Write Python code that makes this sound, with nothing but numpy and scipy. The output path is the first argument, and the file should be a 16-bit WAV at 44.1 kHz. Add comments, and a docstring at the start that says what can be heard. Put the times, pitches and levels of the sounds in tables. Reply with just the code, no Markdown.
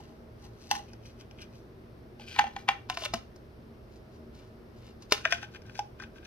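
"""Knife in a hollow plastic sheath

A knife is slid into a hollow plastic sheath, pushed home and drawn out again, close to two microphones.
Each knock is a decaying sine for the air column, ringing modes for the walls and rim, and a noise tick.
Between knocks, random stick-slip clicks of blade and fingers excite the same walls and hiss; the edge sings.
Dull thumps come from the hands; short noise echoes and a quiet room with a humming fan lie underneath."""
import sys
import numpy as np
from scipy import signal
from scipy.fft import rfft, irfft, next_fast_len
from scipy.io import wavfile

SR = 44100
rng = np.random.default_rng(int(sys.argv[2]) if len(sys.argv) > 2 else 0)


def inscribe(sig):
    """Save sig as 16-bit PCM at rate SR to the path in sys.argv[1].

    A 1-D sig is mono; a 2-D sig holds one channel per row.
    Samples are clipped to [-1, 1] before scaling.
    """
    pcm = np.round(np.clip(np.atleast_2d(sig).T, -1, 1) * 32767)
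    wavfile.write(sys.argv[1], SR, pcm.astype(np.int16))


def ratio_of_db(decibels):
    """Turn decibels (scalar or array-like) into linear amplitude factors; 0 dB maps to 1."""
    return 10 ** (np.asarray(decibels, float) / 20)


N = 276066

# knocks on the sheath: [t/s, strength level/dB, crack over strength level/dB,
# air column over strength level/dB, high over low wall modes level/dB]
KNOCKS = [(0.0014, -64, 5, 22, 0), (0.7111, -20.5, 4, 4, 3), (0.7507, -32.5, 0, -6, 1),
          (0.7614, -46, 7, 12, -4), (0.9316, -55, 7, 3, -12), (1.3096, -54, 0, 2, 2),
          (2.1956, -54, -2, 11, 14), (2.361, -35, -9, -6, 3), (2.3872, -22, -21, 2, 14),
          (2.3907, -17, -8, 6, -4), (2.4394, -44, -2, 22, 11), (2.4663, -42, -9, 10, 6),
          (2.475, -50, -3, 7, 8), (2.5623, -35, -8, 7, 1), (2.6808, -31, -19, -3, -4),
          (2.6868, -14.5, -17, 0, 4), (2.8974, -25, 0, -2, -2), (2.9706, -27, -3, -4, -1),
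          (3.0069, -48, 10, -3, 4), (3.0204, -44, -3, 11, 16), (3.0574, -29, -3, -3, 5),
          (3.1355, -26, -2, 3, -5), (3.1379, -28, 6, 1, -12), (3.3593, -60, 15, 0, -14),
          (5.022, -57, 15, -4, -5), (5.1205, -13.5, 6, -11, 3), (5.2509, -16.5, -15, -29, -10),
          (5.2553, -29, -14, 4, -23), (5.3223, -17, -6, -7, -3), (5.3414, -44, 8, -17, -14),
          (5.4271, -35, -5, -4, -9), (5.5564, -52, -9, -3, 0), (5.6175, -61, 8, -12, -3),
          (5.6944, -47, -16, -13, -1), (5.7523, -46, -4, -17, 5), (5.7902, -38, 5, 18, 5),
          (5.9979, -43, -8, -18, -18), (6.0207, -44, -3, -5, -22)]
# modes of sheath and knife: [f/Hz, ring time t60/s, then relative level/dB with the sheath held lightly,
# gripped at the collar, knife seated, sheath empty]
WALL_MODES = [(1029, 0.025, -9, 6, 5, 3.5), (1083, 0.016, -4, 4.5, 4, -10),
              (1300, 0.025, -5.5, 0, -0.5, -18), (1519, 0.036, 3.5, 0.5, -5.5, -3.5),
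              (1581, 0.043, 3.5, -8, -15.5, -14), (1802, 0.04, -6.5, 2.5, -5.5, -3),
              (1997, 0.043, -12.5, -2, -13, -4.5), (2155, 0.021, -4, -12, -5, -7),
              (2345, 0.035, -1, 2, -5, -29), (2513, 0.02, 6, -13, -9.5, -12), (2750, 0.035, -5, -2, -1, -2),
              (2977, 0.026, 1.5, -2.5, 0.5, 0), (3280, 0.032, -1, -2, -7.5, -5.5),
              (3613, 0.017, -3.5, -9.5, 1.5, -15), (4260, 0.0084, -3.5, 8.5, -1.5, -1),
              (4745, 0.025, -1.5, -1.5, -6, -7), (5220, .03, 0.5, -8, -7, -15),
              (5775, 0.028, 1, -6.5, -8, -1.5), (6330, 0.023, -3, 2, -7, -5.5),
              (7400, 0.01, -22, -26, -25, -16)]
# how the sheath is held: [from t/s, 0 held lightly / 1 gripped at the collar / 2 knife seated / 3 empty,
# level/dB by which rubbing favours the high wall modes]
HOLD = [(0, 3, 0), (.85, 0, 7), (2.35, 1, 0), (2.885, 2, 0), (5.2, 0, -3.5)]
HIGH_WALLS_FROM_HZ, RIM_FROM_HZ = 2000, 3800
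AIR_TAIL_T60_S = 0.14      # ring time of the air tone's slow tail, partly the room


def rms_one(x):
    """Scales a signal to rms 1."""
    return x / np.sqrt(np.mean(x ** 2) + 1e-20)


def at_hz(points, hz):
    """Reads a (Hz, value) curve along a logarithmic frequency axis."""
    points_hz, values = np.array(points).T
    return np.interp(np.log(hz + 1), np.log(points_hz), values)


def coloured(x, gain):
    """Filters by a gain given as a function of Hz."""
    size = next_fast_len(N + SR // 10)
    hz = np.arange(size // 2 + 1) * SR / size
    return irfft(rfft(x, size) * gain(hz), size)[..., :N]


def ring(clicks, hz, t60):
    """A two-pole resonator: a unit click sets a dying sine of starting height near 1 ringing."""
    r, w = ratio_of_db(-60 / (t60 * SR)), 2 * np.pi * hz / SR
    return signal.lfilter([0, np.sin(w)], [1, -2 * r * np.cos(w), r * r], clicks + 1e-18)


def clicks_at(s, sizes):
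    """Single-sample clicks at times s."""
    out = np.zeros(N)
    np.add.at(out, np.round(np.asarray(s) * SR).astype(int), sizes)
    return out


def grains(per_s, spread_db):
    """Random stick-slip clicks of uneven size and either sign; rms 1."""
    sizes = ratio_of_db(spread_db * np.minimum(rng.exponential(1, N), 4)) * rng.choice([-1, 1], N)
    return rms_one(sizes * (rng.random(N) < per_s / SR))


def by_hold(values, s):
    """Picks from one value per way of holding, since the grip decides how strongly a part sounds at times s."""
    since, hold, _ = np.transpose(HOLD)
    return np.array(values)[hold[np.searchsorted(since, s, "right") - 1].astype(int)]


def air_column(s, level_db):
    """A soft push swells each air tone within about a millisecond, then it dies in two stages."""
    # the pitch sinks as the knife fills the sheath and recovers as it empties: [t/s, f/Hz]
    air_pitch = [(0, 830), (2.4, 830), (2.44, 803), (2.69, 796), (2.9, 739), (2.97, 680), (3.06, 600),
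                 (3.13, 700), (3.15, 620), (5.12, 605), (5.25, 640), (5.33, 696), (5.43, 830), (6.26, 824)]
    out = np.zeros(N)
    t = np.arange(int(.2 * SR)) / SR
    for at, hz, db in zip(s, np.interp(s, *np.transpose(air_pitch)), level_db):
        damped_by_hand = ratio_of_db(-60 * t / 0.041)
        slow_tail = ratio_of_db(-14.5 - 60 * t / AIR_TAIL_T60_S)
        swell = 1 - np.exp(-t / 0.00094)
        tone = ratio_of_db(db) * swell * (damped_by_hand + slow_tail) * np.sin(2 * np.pi * hz * t)
        start = round((at + 0.0011) * SR)
        out[start:start + len(t)] += tone[:N - start]
    return out


def struck_walls(s, low_db, high_db, crack_db):
    """Each mode of walls and rim takes its own share of the blow; a faint grainy noise swells before it."""
    held_damping = 0.77      # share of the ring time left while the striking parts touch
    share_db = 0.5 * rng.standard_normal((len(s), len(WALL_MODES)))
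    late_s = .0015 + rng.uniform(0, .0003, share_db.shape)      # the blow reaches each part a little later
    walls = np.zeros(N)
    for k, (hz, t60, *levels_db) in enumerate(WALL_MODES):
        if hz > RIM_FROM_HZ:
            blow_db = crack_db
        else:
            blow_db = high_db if hz > HIGH_WALLS_FROM_HZ else low_db
        sizes = ratio_of_db(blow_db - 3.5 + by_hold(levels_db, s) + share_db[:, k])
        walls += (-1) ** k * ring(clicks_at(s + late_s[:, k], sizes), hz, held_damping * t60)
    # a faint grainy noise swells for some milliseconds before each blow
    lead_s = np.arange(500)[::-1] / SR
    lead_in = ratio_of_db(-33.5 - 60 * lead_s / 0.036) * grains(4000, spread_db=2.0)[:500]
    return walls + signal.fftconvolve(walls, lead_in)[499:]


def contact_tick(s, crack_db):
    """The dry tick of contact: a short dying burst of noise, band-limited to 3.5-13 kHz."""
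    t = np.arange(600) / SR
    burst = ratio_of_db(-60 * t / 0.024) * rng.standard_normal(600)
    tick = signal.fftconvolve(clicks_at(s + 0.0016, ratio_of_db(crack_db - 11)), burst)[:N]
    return signal.sosfilt(signal.butter(2, [3500, 13000], "band", fs=SR, output="sos"), tick)


def knocks():
    """Each blow drives the air column, the modes of walls and rim, and a tick of contact."""
    s, strength_db, crack_db, air_db, tilt_db = np.transpose(KNOCKS)
    crack_db = strength_db + crack_db
    low_db, high_db = strength_db - tilt_db / 2, strength_db + tilt_db / 2
    air = air_column(s, strength_db + air_db)
    return air + struck_walls(s, low_db, high_db, crack_db) + contact_tick(s, crack_db)


def stroke_gains():
    """Pressure rises to a peak and falls away, stuttering; each knock adds a dying slip. Powers add."""
    # rubbing strokes: [t/s of most pressure, scrape of blade on walls level/dB, t/s to rise 20 dB,
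    # t/s to fall 20 dB, skin hiss over scrape level/dB]
    strokes = [(0.0, -62, .01, .2, -6), (0.45, -62, .08, .05, -3), (0.63, -73, .15, .15, 5),
               (0.758, -50, .1, .07, 0), (0.89, -66, .08, .09, -8), (1.062, -64, .048, .09, 0),
               (1.21, -58, .04, .025, -4), (1.384, -59, .018, .035, -8), (1.418, -42, .015, .022, -9),
               (1.55, -72, .06, .08, 4), (2.2, -60, .004, .4, -8), (2.285, -51, .04, .3, -10),
               (2.384, -47, .11, .004, -11), (2.59, -54, .012, .06, -9), (2.945, -50, .012, .05, -4),
               (2.99, -46, .012, .11, -7), (3.052, -33.5, .04, .018, -7), (3.95, -76, .09, .09, 4),
               (4.15, -76, .09, .09, 4), (4.356, -62, .03, .16, -5), (4.79, -74, .05, .05, 4),
               (4.878, -61, .15, .07, -6), (5.022, -65, .021, .047, 1), (5.116, -47, .016, .004, -1),
               (5.245, -50, .021, .004, -14), (5.318, -34, .021, .004, -12), (5.437, -53.5, .11, .036, -7),
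               (5.555, -47, .035, .021, -10), (5.67, -56, .03, .04, -13), (5.785, -55, .09, .004, -3),
               (6.0, -53, .015, .05, -19), (6.035, -49, .04, .025, -12), (6.175, -56, .04, .03, -10),
               (6.252, -48.5, .03, .11, -14)]
    hop = 32      # samples between control points
    t = np.arange(0, N + hop, hop) / SR
    s, db, rise_s, fall_s, hiss_db = np.transpose(strokes)[..., None]
    stroke_db = db - 20 * np.where(t < s, (s - t) / rise_s, (t - s) / fall_s)

    # after a knock the loose parts slip on until they settle; a harder crack leaves more hiss
    s, db, crack_db = np.transpose(KNOCKS)[:3, :, None]
    since = np.where(t < s, np.inf, t - s)
    settle_db = db - 20 - 60 * since / .22
    settle_hiss_db = db - 28 + .5 * crack_db - 60 * since / .2

    # the grip stutters: low-passed noise sways the level
    stutter_hz, stutter_db = 60, 1.6
    keep = np.exp(-2 * np.pi * stutter_hz * hop / SR)
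    sway = signal.lfilter([1], [1, -2 * keep, keep ** 2], rng.standard_normal(len(t)))
    stutter = rms_one(ratio_of_db(stutter_db * rms_one(sway)))

    def summed(*levels_db):
        gain = stutter * np.sqrt(np.sum(ratio_of_db(2 * np.vstack(levels_db)), axis=0))
        return np.interp(np.arange(N) / SR, t, gain)

    return summed(stroke_db, settle_db), summed(stroke_db + hiss_db, settle_hiss_db)


def rubbing():
    """Coarse slips excite air column and walls, fine slips the bright rim modes and a broad grainy hiss."""
    # colour of the skin hiss: [f/Hz, relative level/dB per Hz]
    skin_colour = [(880, -26), (1500, -16), (1960, -15), (2690, -9), (3000, -13), (4330, -4), (6000, -8),
                   (7170, -17), (14800, -26), (16000, -36.5)]
    scrape, hiss = stroke_gains()
    s = np.arange(N) / SR
    coarse = grains(1100, spread_db=5.5) * scrape
    fine = grains(2500, spread_db=4.0)
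    # the air column at a fixed pitch, with one level in dB for each way of holding
    out = ratio_of_db(by_hold([-43, -28.5, -38, -23], s)) * ring(coarse, 820, AIR_TAIL_T60_S)

    since, _, tilt_db = np.transpose(HOLD)
    tilt = ratio_of_db(tilt_db / 2)[np.searchsorted(since, s, "right") - 1]
    low, high = coarse / tilt, coarse * tilt
    for k, (hz, t60, *levels_db) in enumerate(WALL_MODES):
        if hz > RIM_FROM_HZ:
            slips = ratio_of_db(-23) * fine * hiss
        else:
            slips = ratio_of_db(-24.5) * (high if hz > HIGH_WALLS_FROM_HZ else low)
        out += (-1) ** k * ring(slips * by_hold(ratio_of_db(levels_db), s), hz, t60)

    skin = rms_one(coloured(fine, lambda hz: ratio_of_db(at_hz(skin_colour, hz))))
    return out + ratio_of_db(5.5) * hiss * skin


def edge():
    """The blade edge sings as it slides in: a band of grainy noise carried on a gliding pitch."""
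    # the pitch mostly climbs as the free length shortens: [t/s, f/Hz, level/dB]
    edge_glide = [(2.19, 4200, -76), (2.21, 4300, -59), (2.249, 4650, -67), (2.27, 4600, -65),
                  (2.33, 4670, -53), (2.37, 4450, -58), (2.385, 4510, -85)]
    s, hz, db = np.transpose(edge_glide)
    t = np.arange(N) / SR
    band = signal.sosfilt(signal.butter(2, 300, fs=SR, output="sos"), grains(1000, spread_db=3.0))
    carrier = np.sin(2 * np.pi * np.cumsum(np.interp(t, s, hz)) / SR)
    return ratio_of_db(np.interp(t, s, db, left=-200, right=-200)) * rms_one(band * carrier)


def thumps():
    """Dull low modes of hands and handle, each set ringing by one click."""
    # hands jolt when the handle seats or lets go: [t/s, f/Hz, level/dB, ring time t60/s]
    jolts = [(3.14, 225, -31, .1), (3.139, 400, -26.5, 0.017), (5.121, 420, -19.5, 0.046),
             (5.124, 311, -34.5, 0.034)]
    return sum(ring(clicks_at([s], ratio_of_db(db)), hz, t60) for s, hz, db, t60 in jolts)


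def at_ports(sheath):
    """Each place gives the two microphones its own level and phase difference, changing with pitch."""
    # the sheath is moved about before the microphones: [from t/s, to t/s] of each place
    places = [(0, 1.9), (1.9, 2.89), (2.89, 5.24), (5.24, 6.3)]
    # for each place: [f/Hz, left minus right level/dB]
    place_balance = [
        [(60, -5), (380, -6), (2380, 4), (15000, 6)],
        [(60, -0.5), (380, -4), (2380, 5), (15000, 2)],
        [(60, 0), (380, -3), (2380, 3.5), (15000, 2)],
        [(60, -1.5), (380, -3.5), (2380, 7), (15000, 4)],
    ]
    # for each place: [f/Hz, phase/rad by which left leads]
    place_phase = [
        [(1000, 1.26), (1450, 2.4), (2600, -0.1), (3500, -2.5), (7000, -2), (9000, -1.5)],
        [(1000, 0.81), (1700, 1.5), (2900, 1.2), (3800, 1.44), (5200, 1), (6700, 2.5), (8000, -1)],
        [(1200, 0.61), (1700, 1.5), (2400, -0.7), (3700, -2), (5200, -1), (6300, -2.5), (7200, 1.5), (9000, 2)],
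        [(900, 0.46), (1500, 1.05), (2600, -1), (3500, -5), (6500, -2), (10500, -2)],
    ]
    half = np.array([[.5], [-.5]])      # half the difference to each side
    s, out = np.arange(N) / SR, 0
    for (start, end), balance, phase in zip(places, place_balance, place_phase):
        here = sheath * ((s >= start) & (s < end))
        out = out + coloured(here, lambda hz: ratio_of_db(half * at_hz(balance, hz))
                             * np.exp(1j * half * at_hz(phase, hz)))
    return out


def room(x):
    """Echoes as noise dying away, duller than the source, unrelated at the two microphones."""
    t60_s, wall_cut_hz = 0.27, 7800
    t = np.arange(int(.4 * SR)) / SR
    onset = np.clip(t / 0.002, 0, 1)
    tail = rng.standard_normal((2, len(t))) * ratio_of_db(-60 * t / t60_s) * onset
    tail = signal.sosfilt(signal.butter(1, wall_cut_hz, fs=SR, output="sos"), tail)
    tail = tail / np.sqrt(np.sum(tail ** 2) / 2)
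    return signal.fftconvolve(x[None], tail, axes=1)[:, :N]


def room_tone():
    """Steady air noise, alike left and right in the bass, with narrow bands of noise as fan hums."""
    # colour of the air noise: [f/Hz, relative level/dB per Hz]
    air_colour = [(12, -50.5), (20, -17.5), (60, -6), (116, -6.5), (193, -10), (228, -7), (262, -12.5),
                  (377, -7), (410, -11), (873, -21.5), (1290, -24), (3500, -37), (5600, -39.5), (6910, -53),
                  (14300, -42), (16000, -59.5)]
    # fan hums: [f/Hz, bandwidth f/Hz, rms level/dB ahead of the left-right balance]
    fan_hums = [(52, 14, -65), (76, 15, -62.5), (115.9, 12, -58.5), (232.8, 6.6, -62), (400, 120, -65),
                (630.4, 21, -70)]
    # [f/Hz, left-right likeness from -1 to 1]
    likeness = [(60, 0.9), (150, 0.99), (380, 0.6), (950, -0.059), (2380, -0.18), (5980, 0.58),
                (15000, -0.74)]
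    # [f/Hz, left minus right level/dB]
    tone_balance = [(60, -3), (180, 2), (550, -0.5), (1650, 0), (4970, 5.5), (15000, -1)]
    mid, side, hum = rng.standard_normal((3, N))

    def alike(hz):
        return np.clip(at_hz(likeness, hz), -1, 1)

    def colour(hz):
        return ratio_of_db(at_hz(air_colour, hz))

    mid = coloured(mid, lambda hz: colour(hz) * np.sqrt(1 + alike(hz)))
    side = coloured(side, lambda hz: colour(hz) * np.sqrt(1 - alike(hz)))
    air = ratio_of_db(-52) * rms_one(np.array([mid + side, mid - side]))
    for hz, width_hz, db in fan_hums:
        air += ratio_of_db(db) * rms_one(coloured(hum, lambda f: 1 / (1 + ((f - hz) / width_hz * 2) ** 2)))
    return coloured(air, lambda hz: ratio_of_db(at_hz(tone_balance, hz) * [[.5], [-.5]]))


def scene():
    """The sheath at the two microphones, its echoes and the room tone."""
    small_body = signal.butter(2, 240, "high", fs=SR, output="sos")      # a small body sends out no bass
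    sheath = signal.sosfilt(small_body, knocks() + rubbing() + edge()) + thumps()
    return at_ports(sheath) + ratio_of_db(-15.5) * room(sheath) + room_tone()


def top_cut(x):
    """Nothing passes above the cut-off."""
    return signal.sosfilt(signal.butter(12, 16470, fs=SR, output="sos"), x)


def record(dry):
    """The microphones add their own faint treble hiss; a steep low-pass ends the band near 16 kHz."""
    treble = signal.butter(2, 9000, "high", fs=SR, output="sos")
    hiss = ratio_of_db(-84) * signal.sosfilt(treble, rng.standard_normal(dry.shape))
    heard = signal.sosfilt(signal.cheby2(10, 40, 16200, fs=SR, output="sos"), dry + hiss)
    return top_cut(heard)


dry = scene()
out = record(dry)
inscribe(out)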